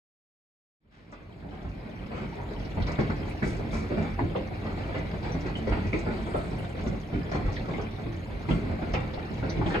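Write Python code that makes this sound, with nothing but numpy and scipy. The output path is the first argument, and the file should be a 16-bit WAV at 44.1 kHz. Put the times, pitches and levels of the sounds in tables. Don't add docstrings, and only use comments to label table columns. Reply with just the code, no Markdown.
import sys
import numpy as np
from scipy import signal
from scipy.fft import irfft
from scipy.io import wavfile
from scipy.ndimage import uniform_filter1d

SR = 44100
rng = np.random.default_rng(int(sys.argv[2]) if len(sys.argv) > 2 else 0)


def master_out(mix):
    frames = np.transpose(np.atleast_2d(mix))
    ceiling = np.clip(frames, -1, 1)
    pcm = np.round(ceiling * 32767).astype(np.int16)
    wavfile.write(sys.argv[1], SR, pcm)


N = 432180
TIME = np.arange(N) / SR

# start_s [s], knock_db [dB], thud_db [dB], tap_db [dB], rise_ms [ms]
BIG_DROPS = [(1.123, -29, -35, -38, 0.89), (1.444, -29, -31, -64, 1), (1.51, -29, -34, -47, 22),
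             (1.642, -31.5, -31, -51, 3), (2.104, -26.5, -37, -44.5, 17), (2.145, -34, -36, -43.5, 31),
             (2.215, -33, -36, -48, 2.7), (2.381, -27.5, -40, -62, 15), (2.77, -29, -27.5, -49, 0.92),
             (2.796, -42, -29, -48, 1.6), (2.866, -28, -50, -40.5, 15), (2.986, -25, -22, -38.5, 0.9),
             (3.096, -28.5, -32, -45.5, 1.1), (3.422, -30, -24.5, -38, 1.5), (3.592, -30, -57, -65, 4.9),
             (3.655, -51, -36, -66, 5.6), (3.722, -29.5, -32.5, -43, 16), (3.901, -24.5, -29.5, -47.5, 14),
             (3.968, -25, -26, -43.5, 11), (4.038, -29, -49, -43, 12), (4.189, -30, -31.5, -45, 1),
             (4.212, -31, -25.5, -59, 2.6), (4.352, -22, -33.5, -47.5, 1), (4.649, -31.5, -35, -48.5, 13),
             (4.878, -29.5, -45, -48, 13), (4.94, -26, -61, -41, 7.4), (5.238, -31, -55, -42.5, 8.5),
             (5.34, -31.5, -28.5, -47, 4.1), (5.454, -31.5, -33, -43, 4.3), (5.668, -30.5, -33, -42, 1.3),
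             (5.714, -23.5, -36, -39.5, 3.6), (5.769, -31, -31.5, -48, 1.7), (5.844, -49, -31, -47, 2.9),
             (5.927, -27.5, -29.5, -38, 1), (6.058, -24.5, -30, -46, 15), (6.105, -39, -40, -46, 1.9),
             (6.338, -19.5, -38.5, -48.5, 8), (6.831, -30, -35, -66, 13), (6.86, -31.5, -27, -48, 5.6),
             (7.122, -29.5, -26.5, -46.5, 18), (7.315, -25, -37, -42, 0.84), (7.345, -24.5, -27, -46, 1.9),
             (7.45, -35, -34, -48, 2.9), (7.683, -38, -31, -48, 0.92), (7.73, -33, -37, -49, 7.7),
             (7.778, -26, -35, -51, 15), (8.054, -40, -31, -52, 9), (8.485, -41, -25.5, -39.5, 0.86),
             (8.505, -27.5, -24, -49, 1.6), (8.619, -36, -30, -73, 4.4), (8.812, -28, -33.5, -54, 7.7),
             (8.936, -21.5, -37, -39, 1.1), (8.96, -24.5, -29.5, -70, 5.3), (9.17, -32, -34.5, -49.5, 5.1),
             (9.425, -28, -29, -48, 0.9), (9.497, -34, -35, -46, 2.3), (9.595, -45, -25.5, -62, 1),
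             (9.614, -28, -49, -58, 1), (9.662, -25, -40.5, -44, 3.2), (9.695, -35, -33, -38.5, 10),
             (9.743, -17.5, -39, -40, 3.9)]
# [dB, relative]
STORM_STRENGTH = [(1.2, -42), (2.6, -42.5), (2.98, -42.5), (3.28, -38.5), (3.38, -43.5), (3.55, -40.5),
                  (4.12, -42.5), (4.55, -43), (4.94, -39.5), (5.65, -40.5), (6.45, -40.5), (6.75, -40.5),
                  (7.2, -43), (7.63, -42), (7.8, -42.5), (8.2, -45.5), (8.5, -42.5), (8.71, -39),
                  (9.28, -43.5), (9.58, -36.5), (9.8, -39.5)]


def from_db(db):
    return 10 ** (np.asarray(db) / 20)


def read(points, hz, axis=1):
    table = np.transpose(points)
    return np.interp(np.log(hz + 1), np.log(table[0] + 1), table[axis])


def evened(x, size=None):
    middle = x.mean(0)[:size]
    return x / np.sqrt(np.mean(middle ** 2) + 1e-20)


def add(mix, start_s, sound):
    part = mix[:, max(round(start_s * SR), 0):][:, :sound.shape[1]]
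    part += sound[:, :part.shape[1]]


def diffuse(hz):
    # pitch_hz [Hz], coherence [0 to 1], left_lead_rad [radians], left_minus_right_db [dB]
    ports = [(50, .99, 0, -1.2), (150, .95, -.05, -1.3), (380, .72, .1, -.4), (600, .18, .3, 1.8),
             (800, .33, .4, 1.8), (1100, .05, 0, 1), (1250, .17, -2.5, .6), (1650, .6, -2.4, 0),
             (2000, .38, -2.2, .3), (2250, .25, 0, 1.6), (2900, .22, 1.8, 1), (4400, .12, -.5, .5),
             (5600, .4, 2.2, 0), (6700, .85, 0, 0), (10000, .96, 0, 0)]
    shared, separate = rng.standard_normal((2, len(hz))) + 1j * rng.standard_normal((2, len(hz)))
    same = np.clip(read(ports, hz, axis=1), 0, 1)
    phase = read(ports, hz, axis=2)
    right = (same * shared + np.sqrt(1 - same ** 2) * separate) * np.exp(-1j * phase)
    lean = from_db(read(ports, hz, axis=3) / 2)
    return np.array([shared * lean, right / lean]) / np.sqrt(1.001 + same * np.cos(phase))


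def noise(colour, size):
    hz = np.fft.rfftfreq(size, 1 / SR)
    return evened(irfft(diffuse(hz) * colour(hz), size))


def firm(x, size):
    power = (x ** 2).mean(-2, keepdims=True)
    power = uniform_filter1d(uniform_filter1d(power, size), size)
    return x * np.sqrt(power.mean(-1, keepdims=True) / (abs(power) + 1e-30))


def hump(centre_hz, octaves):
    return lambda hz: np.exp(-.5 * (np.log2((hz + 1) / centre_hz) / octaves) ** 2)


def blows(count, crack, smack_db=0, crack_s=.016, uneven_db=4.2, size=12288):
    # [dB per Hz, relative]
    glass = [(60, 0.5), (110, 0.5), (180, 4.5), (270, -4), (400, -8), (560, -14), (820, -17), (1150, -26.5),
             (1750, -31), (2250, -23.5), (2900, -35.5), (4600, -34.5), (5700, -49.5), (8000, -51),
             (12000, -100)]
    # pitch_hz [Hz], width_hz [Hz, at half the lift], lift_db [dB]
    pane_modes = [(116.64, 3.6, 13), (166.3, 9.8, 4.5), (220, 6.4, 7), (289.5, 13.6, 8), (334, 12, 5.5),
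                  (369, 14, 3), (403, 26, 4), (509.4, 6.3, 4.5), (1956, 41, 6.5)]
    # pitch_hz [Hz], rise_s [s], time to fall by 60 dB [s]
    ring = [(267, 0.0031, 0.64), (700, 0.0024, 0.39), (2210, 0.0054, 0.63), (4600, 0.0086, 0.53)]
    hz, t = np.fft.rfftfreq(size, 1 / SR), np.arange(size) / SR
    colour_db = read(glass, hz)
    for mode_hz, width_hz, lift_db in pane_modes:
        colour_db = colour_db + lift_db / (1 + (2 * (hz - mode_hz) / width_hz) ** 2)
    colour_db = colour_db + smack_db * hump(1450, .35)(hz)
    colour = from_db(colour_db) * hz ** 2 / (hz ** 2 + 45 ** 2)
    centres_hz, rise_s, t60_s = np.transpose(ring)
    bands = np.array([np.interp(np.log(hz + 1), np.log(centres_hz), row) for row in np.eye(len(ring))])
    rising = 1 - np.exp(-t / rise_s[:, None])
    cracking = 1 + crack * np.exp(-t / crack_s)
    falling = np.exp(-np.log(1000) * t / t60_s[:, None])
    shape = rising * cracking * falling
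    places_hz = np.linspace(0, np.sqrt(SR / 2), 130) ** 2
    for _ in range(count):
        spot = from_db(uneven_db * np.interp(hz, places_hz, rng.standard_normal(len(places_hz))))
        struck = irfft(diffuse(hz) * (spot * colour * bands)[:, None], size)
        yield firm(struck, size=900) * shape[:, None]


def drop_size(draw):
    return min(-np.log(1 - draw), 3)


def drips(count, low_hz, span_octaves, level_db, fall_db, spread_db, octaves, rise_s, ring_s):
    out, t = np.zeros((2, N)), np.arange(4096) / SR
    envelope = (1 - np.exp(-t / rise_s)) * np.exp(-t / ring_s)
    for when, height, size in rng.random((count, 3)):
        above = span_octaves * height
        note = noise(hump(low_hz * 2 ** above, octaves), size=len(t)) * envelope
        add(out, when * N / SR, note * from_db(level_db + fall_db * above + spread_db * size ** 2))
    return out


def wash(level_db=-47):
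    # [dB per Hz, relative]
    wash_colour = [(25, -6), (100, 14), (500, -6.5), (2300, -14), (4600, -27.5), (6000, -43), (9000, -34),
                   (13000, -34), (14500, -53)]
    return from_db(level_db) * noise(lambda hz: from_db(read(wash_colour, hz)), N)


def patter(level_db=5, body_db=-4.5, knock_db=2.0, per_s=135, spread_db=2.5, colour_db=2):
    out = np.zeros((2, N))
    spots = list(blows(count=28, crack=1.3, crack_s=.011))
    drops_per_spot = round(per_s * N / SR / len(spots))
    for parts in spots:
        shares = from_db(colour_db * rng.standard_normal(len(parts)) + [body_db, knock_db, 0, 0])
        blow = np.tensordot(shares, parts, 1)
        for when, draw in rng.random((drops_per_spot, 2)):
            add(out, when * N / SR, blow * from_db(spread_db * drop_size(draw)))
    strength_db = np.interp(TIME, *np.transpose(STORM_STRENGTH))
    return evened(out) * from_db(strength_db + level_db)


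def clatter():
    return drips(count=600, low_hz=1110, span_octaves=2.61, level_db=-53.5, fall_db=-5.5,
                 spread_db=10, octaves=0.25, rise_s=0.00065, ring_s=0.009)


def faint_notes():
    return drips(count=900, low_hz=1722, span_octaves=2.17, level_db=-64.0, fall_db=-9.0,
                 spread_db=11.0, octaves=0.054, rise_s=0.0059, ring_s=0.065)


def plops():
    return drips(count=200, low_hz=393, span_octaves=1.84, level_db=-44.5, fall_db=-6.5,
                 spread_db=10.5, octaves=0.088, rise_s=0.0041, ring_s=0.025)


def spatter(level_db=-62, per_s=90, spread_db=3.5, low_hz=2400, span_octaves=1.5, fall_db=-11,
            octaves=0.07, ring_s=0.011):
    out, t = np.zeros((2, N)), np.arange(2048) / SR
    heights = span_octaves * np.linspace(0, 1, 24)
    specks_per_pitch = round(per_s * N / SR / len(heights))
    for above in heights:
        speck = noise(hump(low_hz * 2 ** above, octaves), size=len(t)) * np.exp(-t / ring_s)
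        for when, draw in rng.random((specks_per_pitch, 2)):
            add(out, when * N / SR, speck * from_db(spread_db * drop_size(draw) + fall_db * above))
    return from_db(level_db) * evened(out)


def boom(wind_db=2.5, kick_db=-9, rise_s=0.034, settle_s=0.044):
    # [dB, relative]
    low_modes = [(40, 4.1, -16), (48.2, 21, 7.5), (68.4, 21, -28), (90.2, 19, 4)]
    # start_s [s], level_db [dB]
    buffets = [(1.64, -24.5), (2.12, -29), (2.53, -32.5), (2.79, -26.5), (3.74, -31), (4.1, -28.5),
               (4.21, -31), (5.69, -24), (5.84, -30), (7.15, -34.5), (7.439, -23.5), (8.14, -34),
               (8.3, -33), (8.5, -33), (8.7, -29.5), (8.9, -30)]

    def mode_colour(hz):
        peaks = sum(from_db(db) / (1 + ((hz - mode_hz) / (width_hz / 2.17)) ** 2)
                    for mode_hz, width_hz, db in low_modes)
        return peaks * hz ** 4 / (hz ** 4 + 30 ** 4)

    swing = noise(mode_colour, N)
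    swing = swing / np.sqrt(uniform_filter1d(swing.mean(0) ** 2, size=8000) + 1e-6)
    t = np.arange(SR) / SR
    kick = np.minimum(t / rise_s, 1) * np.exp(-np.maximum(t - rise_s, 0) / settle_s)
    strength_db = np.interp(TIME, *np.transpose(STORM_STRENGTH))
    power = from_db(strength_db + wind_db)[None] ** 2
    for start_s, _, thud_db, _, _ in BIG_DROPS:
        add(power, start_s, (from_db(thud_db + kick_db) * kick[None]) ** 2)
    for start_s, db in buffets:
        add(power, start_s, (from_db(db) * kick[None]) ** 2)
    return swing * np.sqrt(power)


def sprays(grain=0.22):
    # start_s [s], length_s [s, loudest after a quarter], centre_hz [Hz],
    # width_octaves [octaves], level_db [dB]
    spray_list = [(0.903, 0.18, 1640, 0.94, -43), (3.436, 0.15, 5630, 0.49, -54.5),
                  (3.71, 0.15, 5200, 0.51, -54), (7.516, 0.085, 4840, 0.31, -56.5),
                  (8.474, 0.16, 6050, 0.57, -63.5), (9.663, 0.11, 6000, 0.39, -61),
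                  (9.745, 0.061, 2880, 0.13, -44)]
    out = np.zeros((2, N))
    for start_s, length_s, centre_hz, octaves, db in spray_list:
        fizz = noise(hump(centre_hz, octaves), size=16384)
        t = np.arange(fizz.shape[1]) / SR
        u = t / (length_s / 4)
        swell = u * np.exp(1 - u)
        droplets = np.exp(grain * np.interp(t, np.linspace(0, t[-1], 128), rng.standard_normal(128)))
        add(out, start_s, from_db(db) * fizz * droplets * swell)
    return out


def spits(level_db=-1, octaves=.28, rise_s=.005, fall_s=.017):
    # [dB, relative]
    spit_list = [(1.115, 6050, -50.5), (2.646, 4500, -55), (2.818, 3700, -45.5), (2.865, 4400, -48),
                 (3.004, 4800, -55), (3.158, 4800, -60), (3.289, 8850, -63.5), (4.356, 3000, -46.5),
                 (5.225, 4400, -55.5), (5.404, 5260, -57), (5.46, 5500, -60), (5.568, 6800, -60),
                 (5.67, 4700, -57), (5.865, 5300, -57), (5.985, 6400, -54.5), (6.364, 8850, -60),
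                 (6.582, 9800, -63), (6.689, 7560, -64), (6.87, 5900, -54.5), (7.312, 5030, -51),
                 (7.344, 5700, -57), (7.559, 3500, -46), (7.811, 5140, -56.5), (8.932, 5000, -48),
                 (9.134, 3920, -49.5), (9.492, 4340, -45)]
    out, t = np.zeros((2, N)), np.arange(8192) / SR
    envelope = (1 - np.exp(-t / rise_s)) * np.exp(-t / fall_s)
    envelope = envelope / envelope.max()
    for start_s, hz, db in spit_list:
        fizz = noise(hump(hz, octaves), size=len(t))
        add(out, start_s, from_db(db + level_db) * fizz * envelope)
    return out


def big_drops(thud_db=-3, knock_db=-13.5, tap_db=-5.5, splash_db=-19, uneven_db=5.5):
    out = np.zeros((2, N))
    spots = blows(count=len(BIG_DROPS), smack_db=4.5, crack=.9, uneven_db=uneven_db)
    for (start_s, knock, thud, tap, rise_ms), parts in zip(BIG_DROPS, spots):
        t_ms = np.arange(parts.shape[-1]) / SR * 1000
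        landing = 1 - np.exp(-t_ms / rise_ms)
        gains = from_db([thud + thud_db, knock + knock_db, tap + tap_db, tap + splash_db])
        drop = sum(gain * evened(part * landing, size=2400) for gain, part in zip(gains, parts))
        add(out, start_s, drop)
    return out


def raps(rise_s=0.002, ring_s=.02, ring_width_hz=250, damping=.3):
    # start_s [s], centre_hz [Hz], width_octaves [octaves], level_db [dB]
    rap_list = [(1.124, 850, .7, -30), (2.771, 820, 0.24, -34.5), (2.916, 4600, 0.47, -45.5),
                (2.983, 1150, 0.41, -35.5), (2.99, 2230, 0.072, -42), (2.992, 373, 0.41, -27),
                (3.097, 1330, .3, -36.5), (3.308, 2340, 0.17, -42.5), (3.423, 1700, 0.25, -34),
                (3.464, 363, 0.22, -32), (3.53, 360, .3, -44), (4.188, 825, 0.27, -27),
                (4.189, 1800, 0.3, -37), (4.35, 885, 0.41, -33), (4.366, 447, 0.35, -29.5),
                (5.318, 5860, .056, -51), (5.552, 3000, 0.056, -42), (5.671, 437, 0.23, -26.5),
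                (5.714, 1000, .44, -47), (5.725, 2290, 0.25, -38), (5.928, 2210, 0.17, -31),
                (5.94, 368, 0.22, -23), (6.075, 400, 0.13, -38), (6.345, 493, 0.52, -31),
                (7.315, 1400, 0.67, -43), (7.353, 1200, 1, -39), (7.565, 1930, 0.22, -38.5),
                (7.683, 520, 0.66, -33.5), (7.738, 2150, .1, -38.5), (7.778, 402, 0.36, -35.5),
                (8.487, 870, 0.25, -34), (8.504, 380, .3, -35), (8.508, 3000, 0.15, -38),
                (8.937, 1200, 1, -34), (8.949, 2400, 0.25, -33.5), (9.424, 650, .5, -39),
                (9.497, 5940, 0.05, -47), (9.592, 394, 0.42, -35), (9.612, 794, 0.56, -31),
                (9.661, 3120, 0.24, -40.5), (9.742, 1900, .53, -32), (9.755, 1600, 0.52, -30.5)]
    out, t = np.zeros((2, N)), np.arange(8192) / SR
    for start_s, hz, octaves, db in rap_list:
        faster = (hz * octaves / ring_width_hz) ** damping
        envelope = (1 - np.exp(-t / rise_s)) * np.exp(-t / ring_s * faster)
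        note = firm(noise(hump(hz, octaves), size=len(t)), size=260) * envelope
        add(out, start_s, from_db(db) * evened(note) * np.sqrt(np.mean(envelope ** 2)))
    return out


def car(level_db=-67.5, centre_hz=8000, octaves=0.2, flicker_db=2.8, nearest_s=6.36, passing_s=0.22):
    nearness = 1 / (1 + ((TIME - nearest_s) / passing_s) ** 2)
    flicker = from_db(flicker_db * np.interp(TIME, np.linspace(0, N / SR, 500), rng.standard_normal(500)))
    return from_db(level_db) * flicker * noise(hump(centre_hz, octaves), N) * nearness


def scene():
    bed = wash() + patter() + clatter() + faint_notes() + plops() + spatter()
    return bed + boom() + sprays() + spits() + big_drops() + raps() + car()


def record(dry):
    faded = dry * np.interp(TIME, (.8, 2.8), [0, 1])
    low_pass = signal.firwin(511, 15000, window=("kaiser", 9), fs=SR)
    return signal.oaconvolve(faded, low_pass[None], "same")


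dry = scene()
out = record(dry)
master_out(out)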